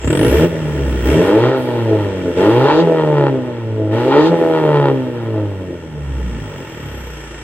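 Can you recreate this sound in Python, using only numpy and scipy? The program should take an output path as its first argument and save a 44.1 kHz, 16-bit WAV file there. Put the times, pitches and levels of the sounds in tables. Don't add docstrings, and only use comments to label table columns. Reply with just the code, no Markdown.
import sys
import numpy as np
from scipy import signal
from scipy.fft import rfft, irfft, next_fast_len
from scipy.io import wavfile
from scipy.ndimage import uniform_filter1d, map_coordinates

SR = 44100
rng = np.random.default_rng(int(sys.argv[2]) if len(sys.argv) > 2 else 0)


def generate_wav(signal):
    frames = np.transpose(np.atleast_2d(signal))
    scaled = np.clip(frames, -1, 1) * 32767
    pcm = np.round(scaled).astype(np.int16)
    wavfile.write(sys.argv[1], SR, pcm)


N = 327663

# time in seconds, firings per second.
ENGINE_SPEED = [(0,31),(.087,34.6),(.14,44),(.46,85.5),(1.03,59),(1.52,133),(2.1,97.5),(2.35,84),(2.68,142),(2.82,169),(3.2,143.5),(3.42,126),(3.7,110.5),(3.9,105),(4.1,134),(4.31,170),(4.6,157),(5.2,116.5),(6,72.5),(6.8,36),(7.2,28.5)]
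# press and lift in seconds, then fuel (0-1) at first, at the lift and after.
PEDAL_PRESSES = [(0.027, 0.445, 1.0, 0.83, .44), (1.037, 1.486, 0.85, 0.68, .39),
                 (2.355, 2.804, .75, 0.77, 0.01), (3.905, 4.273, 0.47, 0.83, 0.05)]
# one cylinder's pulse in dB, in firing order.
CYLINDER_DB = [0, -11, -1.5, -8]

# firings per second, bark in dB, rasp in dB.
PIPE_COASTING = [(28, -38, -46.5), (33.6, -34.5, -44.5), (57.7, -35.5, -44), (82.7, -36, -48.5),
                 (88.7, -25.5, -49), (91, -34, -46), (106.1, -19.5, -39), (115, -29, -39.5),
                 (134.8, -20, -35), (137.1, -15, -19), (145, -16.5, -22.5), (161, -14, -25)]
PIPE_FUELLED = [(33, -20.5, -37), (45.8, -13.5, -33), (75.5, -9, -27), (110, -5, -16), (136, -9.5, -15),
                (162, -14.5, -18)]
ROUGHNESS = [(35, .85, .35), (72, .8, .55), (90, .35, .4), (107, .14, .32), (120, .32, .26),
             (140, .07, .25), (165, .07, .2)]
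# firings per second, gain in dB coasting, gain in dB at full fuel.
DRONE_GAINS = [(28.5, -44, -27), (32.5, -36, -22), (44.5, -33.5, -21.5), (59.5, -26, -16.5),
               (76, -32.5, -13.5), (120, -32.5, -29.5), (165, -31.5, -27)]
# pitch in Hz, width in Hz, level in dB.
PIPE_RESONANCES = [(63.3, 9.5, -20), (106.1, 13.2, -20), (119, 62, -31.5), (144.1, 15.5, -15.5),
                   (181, 18.4, -23.5), (223.5, 34, -22.5), (264.8, 25, -10.5), (325.4, 35, -9)]
# firings per second, clatter, ticks and hiss in dB.
BLOCK_COASTING = [(28, -37.5, -46, -67), (35, -37, -48.5, -66.5), (60, -39.5, -50, -59),
                  (75, -45, -56, -66), (117, -41, -57.5, -67), (166, -33.5, -49.5, -60.5)]
BLOCK_FUELLED = [(34, -26, -47.5, -49), (60.5, -23, -37, -38.5), (77, -20.5, -33.5, -37.5),
                 (116, -24, -44, -48), (165, -34, -58, -56)]
# time in seconds, pitch in Hz, level in dB.
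TURBO_WHISTLE = [(0, 7300, -51), (.06, 7460, -36.5), (.15, 8200, -36), (.29, 11000, -37.5),
                 (.44, 15400, -45), (.52, 16900, -48), (1, 16400, -46), (1.07, 15800, -37),
                 (1.2, 18000, -82), (6, 17300, -80), (6.3, 16500, -62), (6.8, 13900, -58),
                 (7, 12500, -52.5), (7.43, 10600, -70)]
# start in seconds, level in dB, seconds to fade by 20 dB.
AIR_RELEASES = [(1.55, -45.5, 0.5), (2.87, -60.5, .5), (4.35, -53, 1.6)]

# frequency in Hz, relative level in dB.
BARK_COLOUR = [(90, -60), (190, -16), (250, 0), (320, 6.5), (390, -1), (460, -0.5), (550, -4.5), (640, 0.5),
               (720, -18.5), (900, -30.5), (2000, -78.5)]
ROAR_COLOUR = [(250, -20.5), (350, -25), (420, -9), (500, -15), (600, -26.5), (800, -41.5)]
CHUG_COLOUR = [(150, -5), (260, 0.5), (340, -7), (450, -24), (700, -42)]
RASP_COLOUR = [(400, -43.5), (720, -7.5), (840, 10.5), (950, 2), (1250, -1), (1600, -7.5), (1900, -6.5),
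               (2200, -16), (3200, -12.5), (4400, -23.5), (5300, -31), (9000, -72), (16000, -71)]
FRONT_COLOUR = [(2800, -5), (3700, -9), (4600, -6), (7000, -33)]
JET_COLOUR = [(1000, -39.5), (2500, -0.5), (3900, 4), (4600, -0.5), (5200, -6.5), (8000, -16), (12000, -56)]
DRONE_COLOUR = [(40, -22), (70, -6), (110, -2), (150, 0), (190, -9), (260, -8), (340, -26.5), (600, -81.5)]
CLATTER_COLOUR = [(150, -29.5), (450, -3), (720, 4), (850, 1), (1400, 6), (1850, 7), (2300, 2), (2750, 3.5),
                  (3350, 2), (3800, -9), (5000, -12.5), (8000, -30.5)]
TICK_COLOUR = [(3500, -30), (4600, -15), (5200, 6.5), (5700, 9), (6700, -0.5), (7200, 3.5), (7650, 8),
               (8300, 4.5), (9200, -7), (14000, -23)]
HISS_COLOUR = [(2000, -16), (5000, -30), (9000, 5), (12000, 4), (16000, 0.5)]

# frequency in Hz, likeness from -1 (opposite) to 1 (same).
EAR_LIKENESS = [(200, 0.54), (900, 0.59), (1800, 0.49), (3500, 0.0075), (5500, -0.75), (7700, -0.16),
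                (12000, 0.15)]
# frequency in Hz, seconds to fade by 60 dB.
ECHO_FADE = [(150, 0.26), (1500, 0.95), (8000, 0.033)]


def tailpipe(phase, speed, fuel):
    bark_db, rasp_db = by_fuel(at_speed(PIPE_COASTING, speed), at_speed(PIPE_FUELLED, speed), fuel)
    rough = by_fuel(*at_speed(ROUGHNESS, speed), fuel)
    slow = np.clip(1 - speed / 90, 0, 1)
    rest = .3 - .26 * np.clip(3 * slow * fuel ** 2, 0, 1) + 1.2 * slow * (1 - fuel)
    flow = puffs(phase, decay=4, rest=rest) * np.sqrt(cylinder_strength(phase, speed, fuel))
    gas = lambda colour: coloured(rng.standard_normal(N) * flow, colour)
    pulses = firings(phase, speed, fuel, scatter_db=1.5)
    bark = blend(shaped(pulses, BARK_COLOUR, turn=.9), gas(BARK_COLOUR), rough)
    roar = (1 - slow) * shaped(bark, ROAR_COLOUR)
    chug = 2 * slow * shaped(bark, CHUG_COLOUR)
    bark = bounce(pipe(bark + fuel * (roar + chug), reflection=.29), share=.5)
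    cracks = shaped(shaped(pulses, RASP_COLOUR, turn=.3), FRONT_COLOUR)
    wash = np.clip((-24 - rasp_db) / 20, 0, .7)
    rasp = blend(cracks, gas(RASP_COLOUR), np.sqrt(rough) * (.4 + 1.3 * fuel + slow) + wash)
    rasp = bounce(pipe(rasp, reflection=.34), share=.41)
    bark = surging(bark_db) * steady(without_octave(bark, phase))
    rasp = surging(rasp_db) * steady(rasp)
    return placed(bark, left_db=.6, lead_ms=-.066) + placed(rasp, left_db=0, lead_ms=.08)


def boom(phase, speed, fuel):
    cool_hz = speed / warmth(speed, fuel)
    note_gain = pipe_gain(cool_hz) * amp(5.5 * fuel)
    octave_gain = pipe_gain(2 * cool_hz) * amp(-10.5 + 14.5 * fuel)
    angle = 2 * np.pi * phase
    tones = note_gain * np.cos(angle + 1.3) + octave_gain * np.cos(2 * angle + 3.17)
    overtones = sum(np.cos(k * angle) for k in range(3, 9)) * amp(1.5 * wobble(25))
    flutter = amp(18) * rng.standard_normal(N)
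    drone = pipe(coloured(overtones + flutter, DRONE_COLOUR), reflection=.52)
    drone_db = by_fuel(*at_speed(DRONE_GAINS, speed), fuel)
    return np.sqrt(2) * tones + amp(drone_db) * drone


def gas_jet(phase, speed, fuel):
    gain = amp(-30 + 79 * np.log10(speed / 160)) * fuel
    return gain * wide_noise(JET_COLOUR) * puffs(phase, decay=1.3, rest=1)


def accelerator(press_s=.029, lift_s=.038):
    points, left_on = [], 0
    for press, lift, first, last, after in PEDAL_PRESSES:
        points += [(press, left_on), (press + press_s, first), (lift, last), (lift + lift_s, after)]
        left_on = after
    return np.clip(curves(points)[0], 0, 1)


def firings(phase, speed, fuel, scatter_db):
    at = np.flatnonzero(np.diff(phase.astype(int))) + 1
    chance = rng.standard_normal((len(at), 2))
    size = cylinder_strength(phase, speed, fuel)[at] * amp(scatter_db * chance[:, 0])
    late_s = (.00004 + .00007 * fuel[at]) * chance[:, 1]
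    return np.bincount(np.clip(at + late_s * SR, 0, N - 1).astype(int), size, N)


def cylinder_strength(phase, speed, fuel):
    uneven = np.clip((speed - 55) / 85, 0, 1) * (1 - .5 * fuel)
    return amp(uneven * np.take(CYLINDER_DB, phase.astype(int) % len(CYLINDER_DB)))


def pipe(x, reflection, lowest_hz=20.9):
    return filtered(x, lambda hz: 1 / (1 + reflection * np.exp(-1j * np.pi * hz / lowest_hz)))


def pipe_gain(hz):
    return np.sqrt(sum(amp(db) ** 2 * .5 ** ((2 * (hz - centre) / width) ** 2)
                       for centre, width, db in PIPE_RESONANCES))


def warmth(speed, fuel, cool_speed=24, lag_s=.054):
    heat = .36 * fuel ** 3 * (speed - cool_speed) / (100 - cool_speed)
    keep = np.exp(-1 / (lag_s * SR))
    return 1 + signal.lfilter([1 - keep], [1, -keep], heat)


def without_octave(x, phase):
    octave = np.exp(4j * np.pi * phase)
    swell = uniform_filter1d(uniform_filter1d(x / octave, size=SR // 20), size=SR // 20)
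    return x - 2 * np.real(swell * octave)


def engine(phase, speed, fuel):
    coasting, fuelled = at_speed(BLOCK_COASTING, speed), at_speed(BLOCK_FUELLED, speed)
    clatter_db, tick_db, hiss_db = by_fuel(coasting, fuelled, fuel)
    strain = np.clip(2.5 * fuel - 1, 0, 1) * np.clip((85 - speed) / 35, 0, 1)
    knock = puffs(phase, decay=3.5 + .6 * strain, rest=1.1 - .98 * strain)
    clatter = amp(clatter_db) * unit(bounce(wide_noise(CLATTER_COLOUR) * knock, share=.3))
    ticks = amp(tick_db) * wide_noise(TICK_COLOUR) * puffs(phase, decay=.8, rest=.95)
    hiss = surging(hiss_db) * wide_noise(HISS_COLOUR) * puffs(phase, decay=2, rest=1.2)
    return clatter + ticks * amp([[1.2], [-1.2]]) + hiss * amp([[3], [-8]])


def turbo(phase, fuel):
    pitch_hz, level_db = curves(TURBO_WHISTLE)
    blades = np.exp(2j * np.pi * np.cumsum(pitch_hz) / SR)
    band = lambda rate: unit(np.real(blades * (wobble(rate) + 1j * wobble(rate))))
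    spread = fuel * np.clip((pitch_hz - 6500) / 3000, .15, 1)
    whistle = blend(band(rate=330), band(rate=1900), .25 + .7 * spread)
    return amp(level_db) * whistle * puffs(phase, decay=2.7, rest=.3) * amp([[4], [-9]])


def venting(rise_s=.04):
    flow = 0
    for start, db, fade_s in AIR_RELEASES:
        age = np.maximum(np.arange(N) / SR - start, 0)
        flow += amp(db - 20 * age / fade_s) * np.minimum(age / rise_s, 1)
    return flow * wide_noise(HISS_COLOUR) * amp([[3], [-8]])


def bounce(x, share, spacing_hz=459):
    return filtered(x, lambda hz: 1 + share * np.exp(-2j * np.pi * hz / spacing_hz))


def yard_echo(x):
    hz, t, noise = signal.stft(rng.standard_normal((2, SR // 3)), SR, nperseg=256)
    fade = amp(-60 * t / at_hz(ECHO_FADE, hz)[:, None])
    tail = signal.istft(noise * fade, SR, nperseg=256)[1]
    return signal.fftconvolve(x, tail / np.linalg.norm(tail[0]), axes=1)[:, :N]


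def puffs(phase, decay, rest):
    return steady(np.abs(rest) + np.exp(-decay * (phase % 1)))


def surging(level_db, depth_db=2):
    return amp(level_db + depth_db * wobble(rate=24))


def wobble(rate):
    points = rng.standard_normal(int(N * rate / SR) + 4)
    return map_coordinates(points, [np.arange(N) * rate / SR])


def blend(clean, noisy, rough):
    share = np.clip(rough, 0, 1)
    return steady(np.sqrt(1 - share) * steady(clean) + np.sqrt(share) * steady(noisy))


def wide_noise(colour):
    def response(hz):
        angle = np.arccos(np.clip(at_hz(EAR_LIKENESS, hz), -1, 1)) / 2
        return amp(at_hz(colour, hz)) * np.array([np.cos(angle), np.sin(angle)])
    mid, side = filtered(rng.standard_normal((2, N)), response)
    return unit(np.array([mid + side, mid - side]))


def placed(x, left_db, lead_ms):
    side = np.array([[.5], [-.5]])
    return amp(side * left_db) * filtered(x, lambda hz: np.exp(2j * np.pi * hz * side * lead_ms / 1000))


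def shaped(x, colour, turn=0):
    return filtered(x, lambda hz: amp(at_hz(colour, hz)) * np.exp(1j * turn))


def coloured(x, colour):
    def response(hz):
        cepstrum = irfft(np.log(amp(at_hz(colour, hz))))
        cepstrum[1:len(hz) - 1] *= 2
        cepstrum[len(hz):] = 0
        return np.exp(rfft(cepstrum))
    return filtered(x, response)


def filtered(x, response):
    size = 2 * next_fast_len(N // 2 + SR // 4)
    return irfft(rfft(x, size) * response(np.fft.rfftfreq(size, 1 / SR)), size)[..., :N]


def curves(rows):
    times, *columns = np.transpose(rows)
    return [np.interp(np.arange(N) / SR, times, c) for c in columns]


def at_speed(rows, speed):
    speeds, *columns = np.transpose(rows)
    return np.array([np.interp(speed, speeds, c) for c in columns])


def at_hz(rows, hz):
    frequencies, values = np.transpose(rows)
    return np.interp(np.log(hz + 1), np.log(frequencies + 1), values)


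def by_fuel(coasting, fuelled, fuel):
    return coasting + fuel * (fuelled - coasting)


def steady(x):
    power = uniform_filter1d(uniform_filter1d(x ** 2, size=SR // 14), size=SR // 20)
    return x / np.sqrt(np.abs(power) + 1e-12)


def unit(x):
    return x / np.sqrt(np.mean(x ** 2) + 1e-20)


def amp(db):
    return 10 ** (np.asarray(db) / 20)


def scene():
    speed, = curves(ENGINE_SPEED)
    fuel = accelerator()
    phase = .56 + np.cumsum(speed) / SR
    exhaust = tailpipe(phase, speed, fuel) + gas_jet(phase, speed, fuel)
    low = placed(boom(phase, speed, fuel), left_db=-.5, lead_ms=-.32)
    echo = amp(-22) * yard_echo(exhaust)
    return low + exhaust + echo + engine(phase, speed, fuel) + turbo(phase, fuel) + venting()


def record(dry, top_hz=15850):
    rounded = dry / (1 + np.abs(dry) ** 6) ** (1 / 6)
    return filtered(rounded, lambda hz: hz < top_hz)


dry = scene()
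out = record(dry)
generate_wav(out)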